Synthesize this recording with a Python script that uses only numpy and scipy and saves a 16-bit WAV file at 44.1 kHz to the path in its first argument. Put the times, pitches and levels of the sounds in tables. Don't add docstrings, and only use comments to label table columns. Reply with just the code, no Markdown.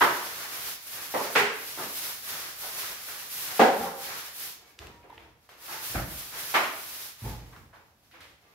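import sys
import numpy as np
from scipy import signal
from scipy.fft import rfft, irfft, next_fast_len
from scipy.io import wavfile
from scipy.ndimage import uniform_filter1d

SR = 44100
rng = np.random.default_rng(int(sys.argv[2]) if len(sys.argv) > 2 else 0)


def master(y):
    cut = np.clip(np.atleast_2d(y).T, -1, 1)
    pcm = np.round(cut * 32767)
    wavfile.write(sys.argv[1], SR, pcm.astype(np.int16))


def how_loud(loudness_db):
    steps = np.asarray(loudness_db, float) / 20
    return 10 ** steps


N = 376613
TIME = np.arange(N) / SR
SLOW = np.arange(0, N, 32) / SR


# [f/Hz, level/dB]
TIP_TONE = [(5000, -12.5), (7000, -9.5), (8500, -4.5), (11000, 0.5), (13500, 1.5), (15700, -3),
            (16500, -13.5)]
# [f/Hz, level/dB]
RASP_TONE = [(1200, -17), (2200, -6), (3500, -4), (5500, -4), (7500, -9), (10000, -42)]
# [f/Hz, level/dB]
HEAD_TONE = [(60, -27), (130, -10.5), (220, -17), (400, -9), (650, -8), (1000, -5), (1700, -4),
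             (2600, -10.5), (4000, -31.5)]
# [f/Hz, level/dB]
STIR_TONE = [(25, -20), (55, 6), (120, 2.5), (250, -12), (450, -10), (800, -32)]


def brush():
    suds = how_loud(-80) ** 2 + steps(159, column=4) ** 2
    dragging = drags()
    tip_power = strokes(over_db=0, per_press=0, rise_db=0, edge=0.51) + suds
    rasp_power = strokes(over_db=-2, per_press=0.4, rise_db=2, edge=0.6)
    rasp_power = rasp_power + dragging * how_loud(2 * -5) + suds * how_loud(2 * 1.5)
    head_power = strokes(over_db=-5, per_press=1.3, rise_db=4, edge=0.76) + dragging + suds
    rasp_db = power_db(rasp_power)
    grout_db = 1.5 * walk(50)
    tips = sweep(flicks(9000, 2.2), power_db(tip_power) + grout_db, TIP_TONE, t60=0.28, direct_db=-11.0)
    rasp = sweep(flicks(5000, 3.07), rasp_db + grout_db, RASP_TONE, t60=0.47, direct_db=-12.0)
    head = sweep(flicks(2500, 3.4), power_db(head_power) + grout_db, HEAD_TONE, t60=0.45, direct_db=-15.5)
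    tread_gain = uniform_filter1d(how_loud(rasp_db - 28), SR // 10)
    tread = colour(rng.standard_normal(N), STIR_TONE) * tread_gain
    return tips + rasp + head + tread


# [start t/s, length t/s, bristle speed as tip level/dB, gain from start to end level/dB,
# pressure on the head level/dB]
BRUSH_STROKES = [(-.07, 0.12, -32, -11, -4.5), (0.043, 0.48, -42.5, -3.5, 2), (0.448, 0.24, -40, 7.5, -2.5),
                 (0.778, 0.35, -42.5, 2, -2.5), (1.073, 0.21, -41.5, 1.5, 4),
                 (1.293, 0.063, -33.5, 5.5, -2), (1.497, 0.38, -42.5, 7, -1.5), (1.88, .28, -38, -5, -4),
                 (2.201, .3, -40, -7, 1), (2.546, 0.43, -40, -6.5, -0.5), (2.981, .25, -41, -1, -0.5),
                 (3.257, 0.31, -38, -2, -3.5), (3.546, 0.1, -39, -4.5, 7.5), (3.689, .21, -43, -3.5, -5),
                 (3.936, 0.18, -42.5, -8, 0), (4.062, 0.22, -44.5, -2, 1), (4.315, 0.16, -40, 1, -4),
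                 (5.572, 0.28, -46, 9, 1), (5.788, 0.18, -37.5, -2.5, -3.5),
                 (6.03, 0.28, -41.5, -1.5, -3.5), (6.318, 0.32, -40, -1.5, -1),
                 (6.637, 0.43, -43.5, 3, -3.5), (7.146, .2, -49.5, -6.5, 3)]


def strokes(over_db, per_press, rise_db, edge):
    attack_s, release_s, arch_db = 0.089, 0.13, 1.5
    power = 0
    for s, length, db, gain_db, press_db in BRUSH_STROKES:
        t = SLOW - s
        speed_up = np.clip(t / attack_s, 0, 1)
        slow_down = np.clip((length + release_s / 2 - t) / release_s, 0, 1)
        part = np.clip(t / length, 0, 1)
        lean_db = (gain_db + rise_db) * (part - .5) + arch_db * (np.sin(np.pi * part) - .5)
        level = how_loud(db + over_db + per_press * press_db + lean_db)
        power = power + ((speed_up * slow_down) ** edge * level) ** 2
    return power


# [start t/s, length t/s, level/dB]
HEAD_DRAGS = [(0.362, 0.37, -43), (0.91, 0.14, -43.5), (1.997, 0.12, -45.5), (2.32, 0.091, -43),
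              (2.757, 0.17, -46), (3.053, 0.11, -47), (3.448, 0.1, -38), (3.783, 0.084, -42),
              (4.059, 0.12, -38), (5.655, 0.18, -43.5), (6.287, 0.13, -42.5)]


def drags():
    power = 0
    for s, length, db in HEAD_DRAGS:
        swell = np.sin(np.pi * np.clip((SLOW - s) / length, 0, 1))
        power = power + (how_loud(db) * swell) ** 2
    return power


# [start t/s, level/dB, swell t/s, early echoes level/dB]
HEAD_BLOWS = [
    (.008, -21.5, 0.0049, 2),
    (1.139, -29.5, 0.0037, 1),
    (1.353, -22.5, 0.0044, 0.5),
    (1.776, -39.5, 0.011, -1),
    (3.5945, -18, 0.0028, 1.5),
    (5.944, -33.5, 0.0043, 0),
    (6.541, -24.5, 0.005, 1),
    (7.240, -40.5, 0.0054, -3.5),
]
# [f/Hz, level/dB]
NEAR_TONES = [
    [(47, -58), (80, -26), (219, -15.5), (397, -4), (474, -9), (808, -4.5), (965, 0.5), (1930, -7.5),
     (2440, -16.5), (3160, -17.5), (9000, -40.5), (11700, -57), (19800, -120)],
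    [(47, -67), (80, -23.5), (537, 3.5), (745, -3.5), (871, 0.5), (1110, -4), (1680, -18), (1900, -11),
     (2590, -23), (5000, -32), (6500, -61), (11000, -120)],
    [(47, -78), (80, -28), (299, -7.5), (340, -14), (413, 0), (597, -10), (741, -4), (1270, -5.5),
     (1450, -3), (2090, -2.5), (3750, -16), (14000, -36.5)],
    [(47, -51), (80, -14), (379, -0.5), (454, -4), (1170, -2.5), (1400, -6.5), (1760, -6), (2220, -15),
     (4000, -23), (5200, -41), (8800, -120)],
]
# [f/Hz, level/dB]
FAR_TONES = [
    [(47, -77.5), (80, -49), (215, -13), (339, -12.5), (438, -7), (650, -10), (776, -8), (1130, -18.5),
     (1650, -19), (1750, -20.5), (1970, -23), (9000, -46), (11700, -80.5), (19800, -120)],
    [(18, -29), (30, 0), (140, 4.5), (266, -4.5), (330, 0), (409, -12.5), (654, -2), (1000, -13),
     (1380, -6), (2310, -14.5), (5000, -41), (6500, -56), (11000, -120)],
    [(47, -54), (80, -33.5), (404, -9), (493, -15.5), (589, -7.5), (984, -6), (1150, -4), (1580, -9),
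     (2170, -8.5), (2700, -13.5), (9000, -38), (11700, -63), (19800, -120)],
    [(18, -35), (30, -24), (54, -3), (228, -9), (291, -12), (365, -11), (457, -18.5), (778, -19),
     (844, -14), (1320, -35), (4000, -37), (5200, -60), (8800, -120)],
]
# [start t/s, level/dB, centre f/Hz, width/octaves, direct sound level/dB]
SMALL_TAPS = [(3.5945, -26, 800, 1.4, 8), (3.79, -46.5, 120, 2.3, -16), (.01, -53, 140, 0.8, -8),
              (2.633, -42.5, 750, 1.9, -8), (4.790, -52.5, 3400, 1.55, 2.5), (4.818, -54, 900, 2.3, -7),
              (4.836, -54, 120, 1.9, -4), (4.9, -60, 200, 2.3, 5), (5.039, -51.5, 400, 2.1, -16),
              (4.87, -58, 2500, 2.4, 11), (5.03, -62.5, 2190, 0.74, -4), (5.101, -53, 920, 0.25, 6),
              (5.126, -59.5, 870, 0.29, 8), (5.179, -57, 2600, 0.8, 1), (5.181, -56, 747, 1.5, 2),
              (5.491, -53, 1300, 2.5, -5), (5.678, -44.5, 880, 1.4, -23.5), (7.526, -52.5, 1172, 1.4, -16),
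              (7.564, -58, 1200, 1.7, 1), (7.730, -52.5, 966, 1.66, -18), (7.76, -75, 4000, 0.5, 5),
              (8.113, -59, 2400, 1.4, -9.5), (8.138, -55.5, 1500, 1.3, -16), (8.205, -51.5, 2000, 1.8, -11),
              (8.207, -65, 7980, 1.5, -2), (8.245, -67, 2800, 1.1, -12), (5.102, -77, 3700, 0.4, 5),
              (2.666, -51, 700, 1.2, 1), (2.845, -48, 1300, 1.2, -2), (3.086, -48, 1300, 1.3, -6),
              (3.146, -56, 1500, 1.2, 1), (3.865, -38.5, 970, 1.14, -10), (7.246, -54, 950, 0.73, -3),
              (1.213, -42, 900, 1, -8)]


def knocks():
    out = np.zeros((2, N))
    for (s, db, swell_s, early_db), tone in zip(HEAD_BLOWS, NEAR_TONES + FAR_TONES):
        blow = colour(room(swell_s, -21.5, early_db), tone)
        add(out, how_loud(db + 39.0) * blow, s)
    for s, db, hz, octaves, direct_db in SMALL_TAPS:
        edge = 2 ** (max(octaves, .1) / 2)
        hump = [(hz / edge ** 3, -30), (hz / edge, -5), (hz, 0), (hz * edge, -5), (hz * edge ** 4, -45)]
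        tap = colour(room(0.0025, direct_db, size=2 ** 14), hump, size=1024)
        add(out, how_loud(db + 34.0) * tap, s)
    return out


# [start t/s, free ringing t/s, level/dB, modes [f/Hz, level/dB, fall by 60 dB t/s]]
BLOW_RINGS = [(3.595, .5, -18.5, [(231, -7.5, 0.5), (435, -13, 0.64), (458, -10, .4), (544, -8, 0.8),
              (712, -11, 0.72), (760, 2, .4), (789, 3.5, .42), (820, -4.5, 0.16), (1206, -12, .25),
              (1346, -19, .8), (1475, -15, .4), (1663, -15, .5), (1997, -19, .4)]),
              (3.81, .1, -38, [(179.3, -5.5, 0.82), (228, -5, 0.54), (366, -9, .6), (481, -1.5, 0.94),
              (544, -7, 0.78), (787, 1.5, 2.5), (822, 3, 0.73), (1180, -14, 1.0), (1394, -14, 1.0),
              (1965, -15, .6)]), (3.935, .1, -48, [(544, 0, .9), (500, -5, .6), (786, -1, .9)]),
              (5.69, .12, -51, [(867, 2.5, 1.5), (900, -3, 1.2), (1295, 3, .6), (342, -3.5, 0.87)]),
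              (1.356, 0.17, -33.5, [(412.7, -0.5, .7), (450, 0, .6), (489, -1, .5), (1450, -2, .35)]),
              (5.898, .05, -43.5, [(54, -4, .4), (118, 0, .3)]), (5.946, .16, -39, [(54, 1, .7),
              (80, -3, .4), (118.4, 1.5, 0.45)]), (6.14, .12, -48, [(53.7, 2, .5)]),
              (7.22, .035, -34.5, [(107, 2.5, 0.23), (212, -5, .2)]), (7.24, .17, -37.5, [(54, 1, 1),
              (118, -5.5, 0.87), (226, -4, 0.36), (383, -16, .8), (484, -16, 1)]),
              (7.248, .17, -49.5, [(849, 2, 1.0), (917, 1, 0.46), (718, -9, .6)])]
# [start t/s, length t/s, f/Hz, level/dB]
SQUEAKS = [(4.62, .16, 2230, -70), (4.9, .155, 950, -58.5), (5.06, .2, 880, -66),
           (3.48, .1, 740, -52), (5.19, .05, 2300, -65), (4.88, .14, 1830, -69),
           (5.1, .08, 1800, -66)]


def rings():
    shake = SR // 30
    out, t = np.zeros(N), TIME[:21 * shake]
    for s, free_s, ring_db, modes in BLOW_RINGS:
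        damping = how_loud(-110 * np.maximum(t - free_s, 0))
        shape = (1 - np.exp(-t / 0.0015)) * damping
        for hz, db, t60 in modes:
            rattle = np.interp(t, t[::shake], rng.standard_normal(21))
            fade = np.exp(-np.log(1000) * t / t60)
            tone = np.sin(2 * np.pi * hz * t + .6 * rattle)
            add(out, how_loud(ring_db + db + 3.8 * rattle) * shape * fade * tone, s)
    for s, length, hz, db in SQUEAKS:
        count = int(length * SR)
        waver = 1 + 0.0036 * walk(25.5)[:count]
        tone = np.sin(2 * np.pi * np.cumsum(hz * waver) / SR)
        add(out, how_loud(db) * np.hanning(count) ** 0.36 * tone, s)
    return out


# [f/Hz, level/dB]
SCUFF_TONE = [(180, -40), (300, 4.5), (477, 0.5), (749, 0.5), (927, -1.5), (1610, -6.5), (2090, -5.5),
              (6000, -23.5), (7800, -42), (13200, -120)]


def shuffle():
    scuff = colour(flicks(900, 3.8), SCUFF_TONE)
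    stir = colour(flicks(300, 2.6), STIR_TONE)
    scuff_gain = np.interp(TIME, SLOW, steps(210, column=2))
    stir_gain = np.interp(TIME, SLOW, steps(143, column=3))
    return scuff * scuff_gain + stir * stir_gain


# [start t/s, hold t/s, scuff level/dB, low stir level/dB, suds splash level/dB]
SANDAL_STEPS = [(4.548, 0.073, -58, -86, -67.5), (4.65, 0.036, -72, -92, -65.5),
                (4.772, 0.073, -48, -53, -65.5), (4.926, 0.042, -73, -61, -90),
                (5.076, .15, -55, -58.5, -74), (5.4, 0.052, -81.5, -85.5, -71),
                (5.481, 0.011, -52.5, -79, -60), (5.564, 0.11, -69, -78, -60), (7.356, 0.19, -58, -52, -68),
                (7.535, 0.037, -68, -61, -81), (7.726, 0.021, -53.5, -69, -69),
                (7.852, 0.37, -85.5, -93, -80), (8.02, 0.085, -85, -92, -73.5),
                (8.121, 0.022, -52.5, -87, -80), (8.184, 0.054, -59, -60, -71),
                (8.397, .2, -62.5, -85, -72)]


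def steps(fall_db_s, column):
    gain = 0
    for row in SANDAL_STEPS:
        t = SLOW - row[0]
        rise = np.clip(t / 0.012, 0, 1)
        gain = gain + rise * how_loud(row[column] - fall_db_s * np.maximum(t - row[1], 0))
    return gain


# [f/Hz, level/dB]
AIR_TONE = [(15, -54.5), (25, -2.5), (80, 5.5), (309, -3.5), (516, -10.5), (734, -5.5), (936, -10),
            (1940, -21.5), (8360, -29.5), (12900, -24.5), (16000, -27.5)]


def hush():
    return how_loud(-68 + 1.5 + 0.72 * walk(1.89)) * air(AIR_TONE)


# [f/Hz, fall by 60 dB t/s]
ECHO_TIMES = [(60, 0.73), (250, 0.66), (700, 0.65), (1500, 0.59), (3500, 0.68), (7000, 0.49), (14000, 0.83)]
# [f/Hz, level/dB]
EAR_DIFFERENCE = [(60, -11), (150, -13), (300, -13), (600, -6.5), (1200, -1.5), (2500, 0)]


def room(swell_s, direct_db, early_db=0, size=2 ** 15):
    t, hz = TIME[:size], np.arange(size // 2 + 1) * SR / size
    mid, side, near = rfft(rng.standard_normal((3, size)))
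    side = side * how_loud(along(EAR_DIFFERENCE, hz))
    ears = np.array([mid + side, mid - side])
    early = how_loud(early_db * np.exp(-(t / .05) ** 4))
    onset = (1 - np.exp(-t / max(swell_s, 1e-4))) * early
    out = how_loud(direct_db) * irfft(near) * np.exp(-t / 0.001) / 4
    for centre in 50 * 3. ** np.arange(6):
        distance = np.abs(np.log(np.clip(hz, 50, 12150) / centre) / np.log(3))
        share = np.maximum(1 - distance, 0)
        fade = onset * np.exp(-np.log(1000) * t / along(ECHO_TIMES, centre))
        out = out + irfft(ears * share) * fade / np.sqrt(np.sum(fade ** 2))
    return out / np.sqrt(np.mean(np.sum(out ** 2, axis=1)))


def roam(x, step_s, direct_db, count=6):
    moves, size = np.arange(0, TIME[-1] + step_s, step_s), next_fast_len(N + SR)
    place, out = rng.integers(0, count, N // 100)[:len(moves)], 0
    for k in range(count):
        here = np.sqrt(np.interp(TIME, moves, 1. 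* (place == k)))
        out = out + rfft(x * here, size) * rfft(room(0.0022, direct_db), size)
    return irfft(out, size)[:, :N]


def sweep(grains, db, table, t60, direct_db):
    grains = grains * how_loud(db)
    keep = np.exp(-np.log(1e6) / (max(t60, .02) * SR))
    linger = np.sqrt(signal.lfilter([1 - keep], [1, -keep], grains ** 2))
    near = colour(grains, table) * how_loud(direct_db)
    return linger * air(table) + np.array([np.roll(near, 4), near])


def air(table):
    mid, side = colour(rng.standard_normal((2, N)), table)
    side = colour(side, EAR_DIFFERENCE)
    return np.array([mid + side, mid - side]) / np.sqrt(2)


def flicks(rate, scatter_db):
    when, sign, push = rng.random((N, 3)).T
    force = np.minimum(-np.log(1 - push), 3)
    x = (when < rate / SR) * np.sign(sign - .5) * how_loud(scatter_db * force)
    return x / np.std(x)


def walk(rate):
    k = int(SR / rate)
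    held = np.repeat(rng.standard_normal(N // k + 1), k)
    return 1.46 * uniform_filter1d(held, k)[:N]


def along(table, hz):
    table = np.array(table, float)
    return np.interp(np.log(np.maximum(hz, 1)), np.log(table[:, 0]), table[:, 1])


def colour(x, table, size=4096):
    hz = np.arange(size // 2 + 1) * SR / size
    cep = irfft(np.log(how_loud(along(table, hz))))
    cep[1:size // 2] *= 2
    cep[size // 2 + 1:] = 0
    h = irfft(np.exp(rfft(cep)))
    h = h / np.sqrt(np.sum(h ** 2))
    whole = next_fast_len(x.shape[-1] + size)
    return irfft(rfft(x, whole) * rfft(h, whole), whole)[..., :x.shape[-1]]


def power_db(power):
    return np.interp(TIME, SLOW, 10 * np.log10(power))


def add(out, x, s):
    i = int(s * SR)
    out[..., i:i + x.shape[-1]] += x[..., :N - i]


def scene():
    tones = rings()
    moving = brush() + roam(shuffle() + 0.56 * tones, .05, -19.5, count=2)
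    balance = how_loud(np.array([[-.4], [.4]]))
    return (moving + knocks() + tones + hush()) * balance


def band_limit(x):
    return signal.sosfilt(signal.butter(12, 16630, fs=SR, output="sos"), x)


def record(dry):
    no_bass = signal.butter(3, 42, "high", fs=SR, output="sos")
    no_top = signal.ellip(12, .3, 90, 15730, fs=SR, output="sos")
    dry = signal.sosfilt(no_bass, dry)
    rounded = np.tanh(0.64 * dry) / 0.57
    mix = signal.sosfilt(no_top, rounded)
    return band_limit(mix)


dry = scene()
out = record(dry)
master(out)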